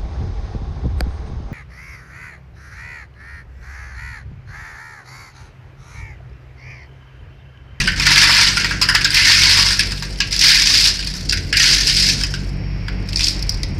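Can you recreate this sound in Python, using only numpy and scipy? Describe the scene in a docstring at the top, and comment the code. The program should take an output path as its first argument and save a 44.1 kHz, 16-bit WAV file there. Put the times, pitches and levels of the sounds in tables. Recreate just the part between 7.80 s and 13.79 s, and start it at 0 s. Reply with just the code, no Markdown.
"""Nuts clatter in showers into a wide steel bowl over humming motors in a factory hall.
Each nut excites a short, dense ring of band-filtered noise with a thump and a shell click;
random hits on many spots merge into a rush, and a list adds single nuts. Sines make motor hum and
inverter whine, shaped noise the hall. Steel and hall spectra both have a bump near 5 kHz;
loud peaks are rounded."""
import sys
import numpy as np
from scipy import signal
from scipy.fft import rfft, irfft, next_fast_len
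from scipy.io import wavfile

SR = 44100
rng = np.random.default_rng(int(sys.argv[2]) if len(sys.argv) > 2 else 0)


def file_out(sig):
    """Save sig as 16-bit WAV at sys.argv[1]."""
    # one column per channel
    cols = np.atleast_2d(sig).T
    # limit, then scale
    lim = np.clip(cols, -1, 1)
    pcm = np.round(lim * 32767).astype(np.int16)
    wavfile.write(sys.argv[1], SR, pcm)


def natural_amplitude(level_db):
    """Convert a level in decibels to a linear amplitude factor, elementwise."""
    exponent = np.asarray(level_db, float) / 20
    return 10 ** exponent


N = 264159


def rms_one(x):
    """Scale to rms 1."""
    return x / np.sqrt(np.mean(x ** 2) + 1e-20)


def in_time(rows):
    """Table columns after the time column, interpolated to one value a sample."""
    time_s, *columns = np.transpose(rows)
    return [np.interp(np.arange(N) / SR, time_s, column) for column in columns]


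def at_hz(points, hz):
    """Interpolate a spectrum table on a log-frequency axis."""
    point_hz, values = np.transpose(points)
    return np.interp(np.log(np.maximum(hz, 1)), np.log(point_hz), values)


def drift(corner_hz):
    """Two-pole low-passed noise of rms 1, computed every 40 samples."""
    pole = np.exp(-2 * np.pi * corner_hz * 40 / SR)
    white = rng.standard_normal(N // 40 + 4002)
    slow = signal.lfilter([1], [1, -2 * pole, pole * pole], white)[4000:]  # skip the filter's start
    return np.interp(np.arange(N) / 40, np.arange(len(slow)), rms_one(slow))


# hall noise spectrum, relative: (frequency [Hz], density [dB per Hz])
HALL_SPECTRUM = [(25, -10), (60, -10), (100, 1), (190, -2.5), (300, -6), (500, -13), (1000, -19),
                 (1300, -21.5), (2300, -13.5), (3000, -22.5), (3700, -32), (5000, -20), (6200, -39),
                 (8000, -50), (15000, -55)]
HALL_DB = -34   # rms before rumble and hiss waver
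RUMBLE_FOLLOWS = 0.4   # share of the drives' swing in dB


def hall(flicker_db, churn_db):
    """Far machines blend into a smooth hiss over an unevenly churning rumble."""
    bins_hz = np.fft.rfftfreq(N, 1 / SR)
    shaped = rfft(rng.standard_normal(N)) * natural_amplitude(at_hz(HALL_SPECTRUM, bins_hz))
    rumble = irfft(shaped / (1 + (bins_hz / 700) ** 4), N)
    hiss = irfft(shaped, N) - rumble
    scale = natural_amplitude(HALL_DB) / np.std(rumble + hiss)
    drives_db = in_time(MACHINES)[-1]
    rumble_db = RUMBLE_FOLLOWS * drives_db + churn_db * drift(6.0)
    return scale * (rumble * natural_amplitude(rumble_db) + hiss * natural_amplitude(flicker_db * drift(0.6)))


HALL_T60_S, HALL_ECHO_DB, HALL_DULL_HZ = 0.55, -16.5, 6100


def walls(x):
    """The hall answers with a dull decaying noise tail that fades in over 25 ms."""
    t = np.arange(SR) / SR
    tail = rng.standard_normal(SR) * natural_amplitude(-60 * t / HALL_T60_S) * np.clip(t / 0.025, 0, 1)
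    tail = signal.lfilter(*signal.butter(1, HALL_DULL_HZ, fs=SR), tail)
    tail = tail / np.sqrt(np.sum(tail ** 2))
    return natural_amplitude(HALL_ECHO_DB) * signal.fftconvolve(x, tail)[:N]


# main motor and drives swelling and fading: (time [s], main motor level [dB rms],
# its second order level [dB rms], swing of higher orders and other drives [dB])
MACHINES = [(0.0, -31, -37, 6), (0.3, -26.5, -36, -0.5), (0.53, -32, -31.5, -2), (1.02, -29.5, -37.5, 2),
            (1.48, -33.5, -33, -3.5), (1.72, -27, -27.5, -1.5), (2.55, -30, -43, -4), (2.72, -31, -50, -4),
            (3.2, -28.5, -49, -1.5), (3.39, -31.5, -43, -2), (3.54, -25.5, -41, -0.5),
            (3.7, -30.5, -31, 0.5), (3.95, -26, -53, -0.5), (4.2, -26.5, -33, 3), (5.42, -25.5, -29.5, 0),
            (5.82, -24.5, -45, 1.5), (5.99, -40, -29, 7.5)]
# other drives, before swing and waver: (frequency [Hz], level [dB rms])
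DRIVE_TONES = [(36.8, -40), (82, -39.5), (103.5, -45.5), (111, -42), (140, -44), (180, -43.5), (186, -46.5),
               (239, -59), (287, -54.5), (305, -48)]
# main motor orders 3 and 4, before swing and waver: (level [dB rms])
OVERTONE_LEVELS_DB = [-38, -43.5]
MOTOR_HZ = 47.87
SECOND_MOTOR_DB = -10   # re main motor's first order
BEAT_HZ, BEAT_PEAK_S = 4.25, 4.69
WHINE_HZ, WHINE_DB = 5469, -52


def motors(waver_db, waver_share, overtone_waver_db=3.0):
    """Main motor orders, a second motor beating against the first order, other drives, inverter whine."""
    t = np.arange(N) / SR
    main_db, second_order_db, drives_db = in_time(MACHINES)
    turn = 2 * np.pi * MOTOR_HZ * t
    out = natural_amplitude(main_db) * np.sin(turn) + natural_amplitude(second_order_db) * np.sin(2 * turn)
    for order, db in enumerate(OVERTONE_LEVELS_DB, start=3):
        level_db = db + drives_db + overtone_waver_db * drift(1.54)
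        out = out + natural_amplitude(level_db) * np.sin(order * turn)
    beat_turn = 2 * np.pi * BEAT_HZ * (t - BEAT_PEAK_S)
    out = out + natural_amplitude(main_db + SECOND_MOTOR_DB) * np.sin(turn + beat_turn)
    for tone_hz, db in DRIVE_TONES:
        wavering_hz = tone_hz * (1 + waver_share * drift(2.56))
        phase = 2 * np.pi * (np.cumsum(wavering_hz) / SR + rng.random())
        out = out + natural_amplitude(db + drives_db + waver_db * drift(2.07)) * np.sin(phase)
    out = out + natural_amplitude(WHINE_DB + drift(7.1)) * np.sin(2 * np.pi * WHINE_HZ * t)
    return np.sqrt(2) * out   # levels are rms


def pip(t, hz, length_s, sag=0.038):
    """A short swell and fall of one pitch that sags a little; rms 1."""
    turns = hz * (t - sag * length_s * np.exp(-t / length_s))
    return rms_one(t * np.exp(-t / length_s) * np.sin(2 * np.pi * turns))


# knock spectrum, relative: (frequency [Hz], density [dB per Hz])
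KNOCK_SPECTRUM = [(700, -68), (880, -21), (930, -7.5), (1100, -2), (1350, 6), (1420, 4), (2450, 0),
                  (2800, 2), (3600, -9), (4400, -3), (5000, 2.5), (5500, -6), (6300, -14.5), (9000, -23.5),
                  (12000, -32), (15500, -42)]
# ring of the steel: (frequency [Hz], t60 [s])
RING_TIMES = [(900, 0.086), (1700, 0.42), (3000, 0.2), (5000, 0.18), (8000, 0.038), (14000, 0.067)]
# lowest bowl modes, the hollow note; relative, before random level: (frequency [Hz], level [dB], t60 [s])
HOLLOW_MODES = [(942.5, 2.5, 0.077), (1018, -3, 0.15), (1126, -8, 0.18)]
# borders between hollow, wall, rattle and crack: (frequency [Hz])
PART_BORDERS_HZ = [1380, 3200, 6300]
HOLLOW_NOTE_DB = 8   # re noise in the hollow part, at note = 1


def knock(pile, click_hz, thump_hz, note, first_s=0.0024, bare_first=0.65, pile_first=0.92,
          rise_s=0.00071, travel_s=0.00139, echo_db=-6, echo_s=0.014, uneven_db=6.0,
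          click_db=-8.0, click_s=0.0013, thump_db=-1, thump_s=0.0046, smother_db=-10):
    """Bowl's answer to a nut: hollow, wall, rattle, crack of energy 1; dense modes die band by band."""
    t = np.arange(SR // 3) / SR
    bins_hz = np.fft.rfftfreq(len(t), 1 / SR)
    hz = 760 * 2 ** np.arange(0, 4.5, 0.25)[:, None]   # quarter-octave bands
    white = rfft(rng.standard_normal(len(t))) * natural_amplitude(at_hz(KNOCK_SPECTRUM, bins_hz))
    band_gain = np.clip(1 - 4 * np.abs(np.log2((bins_hz + 1) / hz)), 0, 1)
    bands = irfft(white * band_gain, len(t))
    # bending waves in sheet steel run faster the higher they are: treble first
    late = np.maximum(t - travel_s * rng.random() * np.sqrt(5000 / hz), 0)
    # sharp contact, then the slower ring, which a pile of nuts damps
    first = np.clip(bare_first + (pile_first - bare_first) * pile, 0, 1)
    contact = np.exp(-late / first_s) * (1 - np.exp(-late / rise_s))
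    # contact returns duller from the far wall, and the nut bounces
    for share in rng.random(3):
        lag = 100 + int(share * echo_s * SR)
        echo_gain = natural_amplitude(echo_db - 1.4 * np.log2(hz / 2000)) * (1 - pile)
        contact[:, lag:] += echo_gain * contact[:, :-lag]
    ring = natural_amplitude(-60 * late / at_hz(RING_TIMES, hz)) * (1 - np.exp(-late / first_s))
    dying = first * contact + (1 - first) * ring
    dying = dying / np.sqrt(np.sum(dying ** 2, axis=1, keepdims=True))
    bands = bands * dying * natural_amplitude(uneven_db * rng.standard_normal(hz.shape))
    # the pile smothers the lower half of the wall, below 2100 Hz
    bands = bands * natural_amplitude(smother_db * pile * (hz < 2100))
    part_of_band = np.digitize(hz[:, 0], PART_BORDERS_HZ)
    parts = np.array([rms_one(bands[part_of_band == k].sum(axis=0)) for k in range(4)])
    hollow = 0
    for mode_hz, db, t60_s in HOLLOW_MODES:
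        level_db = db + uneven_db * rng.standard_normal() - 60 * t / t60_s
        hollow = hollow + natural_amplitude(level_db) * np.sin(2 * np.pi * mode_hz * t)
    parts[0] += note * natural_amplitude(HOLLOW_NOTE_DB) * rms_one(hollow)
    thump_level_db = thump_db + smother_db * pile * (thump_hz < 2100)
    parts[1] += natural_amplitude(thump_level_db) * pip(t, thump_hz, thump_s)
    parts[2] += natural_amplitude(click_db) * pip(t, click_hz, click_s)
    return parts / np.sqrt(np.sum(parts ** 2, axis=1, keepdims=True))


# flow of nuts: (time [s], rattle level [dB])
FLOW_LEVELS = [(0, -21.5), (0.05, -30.5), (0.17, -30), (0.21, -20.5), (0.25, -18), (0.28, -15.5),
               (0.36, -12.5), (0.45, -14), (0.62, -12.5), (0.68, -15), (0.73, -26), (0.77, -21.5),
               (0.98, -33.5), (1.2, -26.5), (1.3, -29.5), (1.36, -13), (1.52, -12), (1.6, -16),
               (1.66, -12.5), (1.8, -12), (1.88, -17), (1.97, -26.5), (2.3, -39), (2.49, -38), (2.52, -19),
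               (2.58, -30), (2.62, -10), (2.7, -10.5), (2.79, -12.5), (2.84, -14), (3.1, -13.5),
               (3.14, -28.5), (3.46, -34.5), (3.73, -39.5), (3.79, -16), (3.86, -11), (3.94, -13.5),
               (3.98, -18), (4.08, -14), (4.16, -15.5), (4.24, -14), (4.31, -17.5), (4.48, -37.5),
               (4.6, -40), (4.72, -49), (4.8, -70), (5.22, -62), (5.3, -41), (5.38, -30), (5.44, -14.5),
               (5.5, -24), (5.54, -33), (5.62, -51), (5.76, -48), (5.99, -57)]
# batches; the wall mostly rings less as each piles up and as the bowl fills: (start [s], end [s],
# hollow re rattle [dB], wall re rattle at start [dB], at end [dB], share landing on the pile [0-1])
BATCH_COLOURS = [(0.28, 0.7, -18.5, -1, -4.5, 0.17), (1.36, 1.903, -23.5, 0.5, -8.5, 0.19),
                 (2.72, 3.063, -28, -5, -13.5, 0.47), (3.787, 4.402, -32.5, -7, -12, 0.3),
                 (5.377, 5.55, -55, -23.5, -18, 0.9)]
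FULL_FLOW_DB = -12.5
CRACK_DB, CRACK_PER_DB = -15, -0.14   # re rattle in full flow; change per dB of flow


def shower_controls():
    """Rattle level; hollow, wall and crack re rattle; share of nuts landing on the pile."""
    rattle_db, = in_time(FLOW_LEVELS)
    start, end, hollow, wall_start, wall_end, share = np.transpose(BATCH_COLOURS)
    starts = np.transpose([start, hollow, wall_start, share])
    ends = np.transpose([end, hollow, wall_end, share])
    rows = np.concatenate([starts, ends])
    hollow_db, wall_db, pile = in_time(rows[np.argsort(rows[:, 0])])
    crack_db = CRACK_DB + CRACK_PER_DB * (rattle_db - FULL_FLOW_DB)
    return rattle_db, hollow_db, wall_db, crack_db, pile


# usual parts of a shower knock, hollow, wall, rattle, crack: (level re rattle [dB])
USUAL_LEVELS_DB = np.array([-18, -4, 0, -14])
SPOTS = 36   # even: bare steel, odd: pile


def shower(full_per_s, thinning, spread_db, hollow_waver_db=4.0):
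    """Nuts land at random, more often the louder the shower, on many spots of bare steel or pile."""
    rattle_db, hollow_db, wall_db, crack_db, pile = shower_controls()
    per_s = np.clip(full_per_s * natural_amplitude(thinning * (rattle_db - FULL_FLOW_DB)), 10, 4000)
    sizes_db = spread_db * np.minimum(rng.exponential(1, N), 3)
    sizes = rms_one(natural_amplitude(sizes_db) * rng.choice([-1, 1], N))
    landed = rng.random(N) < per_s / SR
    hits = landed * sizes * natural_amplitude(rattle_db) * np.sqrt(SR / per_s)   # level independent of rate
    spot = 2 * rng.integers(0, SPOTS // 2, N) + (rng.random(N) < pile)
    size, rush = next_fast_len(N + SR // 2), 0
    for k in range(SPOTS):
        click_hz, thump_hz = rng.uniform(4200, 5537), rng.uniform(1496, 2692)
        note = 2 * rng.random() ** 2   # strong on few spots
        answer = natural_amplitude(USUAL_LEVELS_DB) @ knock(k % 2, click_hz, thump_hz, note)
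        rush = rush + rfft(hits * (spot == k), size) * rfft(answer, size)
    # hollow and wall change from batch to batch, crack with the flow; hollow also wavers at random
    bins_hz = np.fft.rfftfreq(size, 1 / SR)
    below = [0] + [1 / (1 + (bins_hz / edge) ** 10) for edge in PART_BORDERS_HZ] + [1]
    levels_db = [hollow_db + hollow_waver_db * drift(4.3), wall_db, 0, crack_db]
    out = 0
    for k in range(4):
        part = irfft(rush * (below[k + 1] - below[k]), size)[:N]
        out = out + natural_amplitude(levels_db[k] - USUAL_LEVELS_DB[k]) * part
    return out


# single nuts, before common lead and gain: (time [s], rattle level [dB], thump frequency [Hz],
# bowl wall re rattle [dB], bowl hollow re rattle [dB])
SINGLE_NUTS = [(0.0024, -2.5, 1940, 5, -15), (0.075, 1, 1527, 7, -17), (0.198, 1.5, 2460, 1, -14),
               (0.267, 4, 1440, 2, -14), (0.3172, 2, 2240, -7, -28), (0.372, -0.5, 2380, 4, -8),
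               (0.4398, 0.5, 2330, 5, -8), (0.4953, 3, 1800, 0.5, -2.5), (0.5864, -2, 2370, 5, -5),
               (0.7705, 2, 1405, 3, -18), (0.809, -7, 1730, 1, -20), (0.845, 0.5, 1880, 3, -12.5),
               (0.9106, -7.5, 1603, 9.5, -6), (1.0146, -1, 2780, -0.5, -11), (1.0163, 5, 2450, -10, -9.5),
               (1.0244, 7, 2540, -7, -27), (1.0882, 4, 1556, 4.5, -18), (1.096, 2, 1670, -18, -12),
               (1.1477, -8, 2580, 8, 2), (1.1502, 7.5, 1680, -3, -14), (1.1545, -6.5, 1860, 10, -15),
               (1.2458, 8.5, 2430, -12, -30), (1.2506, -2.5, 1606, 7.5, -39), (1.305, 2, 1730, -21, -28),
               (1.3449, 6.5, 2500, -8, -29), (1.5, 5.5, 1730, -8, -11), (1.79, -0.5, 1650, -4, -5),
               (1.9061, 2, 1620, -4, -19), (1.925, 0.5, 1810, -8, -32), (1.9937, 8, 1680, -2.5, -38),
               (2.1198, -5.5, 1635, -5.5, -15), (2.2243, -6.5, 1600, -2.5, -10),
               (2.4035, 4.5, 1638, 0, -19), (2.5175, -8, 2480, -23, -30), (2.5268, -2, 2500, -19, -30),
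               (2.5632, 0, 2600, -21, -26), (2.5927, 4.5, 2630, -18, -35), (2.614, 5, 2480, -11, -30),
               (2.902, -2, 2450, -10, -11), (2.9404, 0, 1676, 1, -22), (3.0473, 1, 2420, -5, -30),
               (3.055, 0.5, 2530, -0.5, -22), (3.1916, -5, 1600, -5.5, -32), (3.227, -13.5, 2460, 0.5, -30),
               (3.2725, -3, 2460, -10, -25), (3.339, -9, 1760, -8, -19), (3.4896, -11, 2140, -10, -35),
               (3.495, 4.5, 2710, -14.5, -38), (3.5242, 2, 2670, -2.5, -33), (3.5283, 1.5, 2510, -6, -31),
               (3.5722, -6, 1960, -3, -28), (3.7277, 2.5, 1665, 2.5, -39), (3.746, -15, 1654, 17, -50),
               (3.7699, 8.5, 2380, -4.5, -40), (3.7977, 6, 1844, 1.5, -38), (3.8402, 1, 2215, 1, -36),
               (3.9044, 0, 2280, -19, -17), (4.0714, 5, 2500, -14, -26), (4.2884, 5, 1730, -6.5, -30),
               (4.412, -3.5, 1670, -6, -21), (4.4358, 2.5, 2570, -7, -22), (4.5392, -7, 1560, 0.5, -21),
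               (5.0822, -12.5, 1680, 4.5, -7), (5.2886, -10.5, 2430, -9.5, -26),
               (5.331, -11, 2600, -4, -34), (5.3595, 1.5, 2540, -17, -40), (5.3714, -2, 2410, -12, -36),
               (5.393, -7, 2420, 0, -39), (5.407, -2, 2520, -5, -19), (5.418, -6, 2600, -1, -35),
               (5.468, -6, 2510, -3, -34), (5.483, 3.5, 2460, -23, -32), (5.507, -12, 2280, -12, -38),
               (5.5934, -12, 2230, -21, -40), (5.625, -5.5, 2400, -28, -42), (5.694, 2.5, 2100, -23, -47),
               (5.7215, -16, 2080, -16, -30), (5.7435, -13, 2150, -20, -30), (5.833, -4, 1950, -10, -30)]
NUT_CRACK_DB, PILE_CRACK_DB = -12, -5   # re rattle on steel; change on the pile
SHELL_HZ, SHELL_SPREAD, SHELL_HZ_PER_DB = 5000, 0.055, 22.5   # click, higher the harder the knock


def nuts(single_db, lead_s):
    """Stragglers and the hardest knocks, each with a bowl answer of its own."""
    pile = shower_controls()[-1]
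    out = np.zeros(N + SR)
    for time_s, db, thump_hz, wall_db, hollow_db in SINGLE_NUTS:
        i = max(round((time_s - lead_s) * SR), 0)
        crack_db = NUT_CRACK_DB + PILE_CRACK_DB * pile[i]
        levels = natural_amplitude(db + single_db + np.array([hollow_db, wall_db, 0, crack_db]))
        click_hz = SHELL_HZ * (1 + SHELL_SPREAD * rng.standard_normal()) + SHELL_HZ_PER_DB * db
        parts = knock(np.clip(pile[i], 0, 1), click_hz, thump_hz, note=0.45, uneven_db=4.5,
                      bare_first=0.71, echo_db=-9, click_db=-3.0, thump_db=-1.5)
        sound = levels @ parts
        out[i:i + len(sound)] += sound
    return out[:N]


def scene():
    """Falling nuts and their hall tail over motors and hall noise."""
    rush = shower(full_per_s=750.0, thinning=0.44, spread_db=4.5)
    falling = rush + nuts(single_db=9, lead_s=0.000985)
    hum = motors(waver_db=4.5, waver_share=0.01702)
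    noise = hall(flicker_db=3.0, churn_db=2.0)
    return (falling + walls(falling) + hum + noise)[None]


def low_pass(x):
    """Removes everything above the highest recorded frequency."""
    return signal.sosfilt(signal.butter(12, 16500, fs=SR, output="sos"), x)


def record(dry):
    """The small microphone rounds off the loudest knocks near full scale."""
    top, knee = 1.02, 4.0
    mix = dry / (1 + np.abs(dry / top) ** knee) ** (1 / knee)
    return low_pass(mix)


dry = scene()
out = record(dry)
file_out(out)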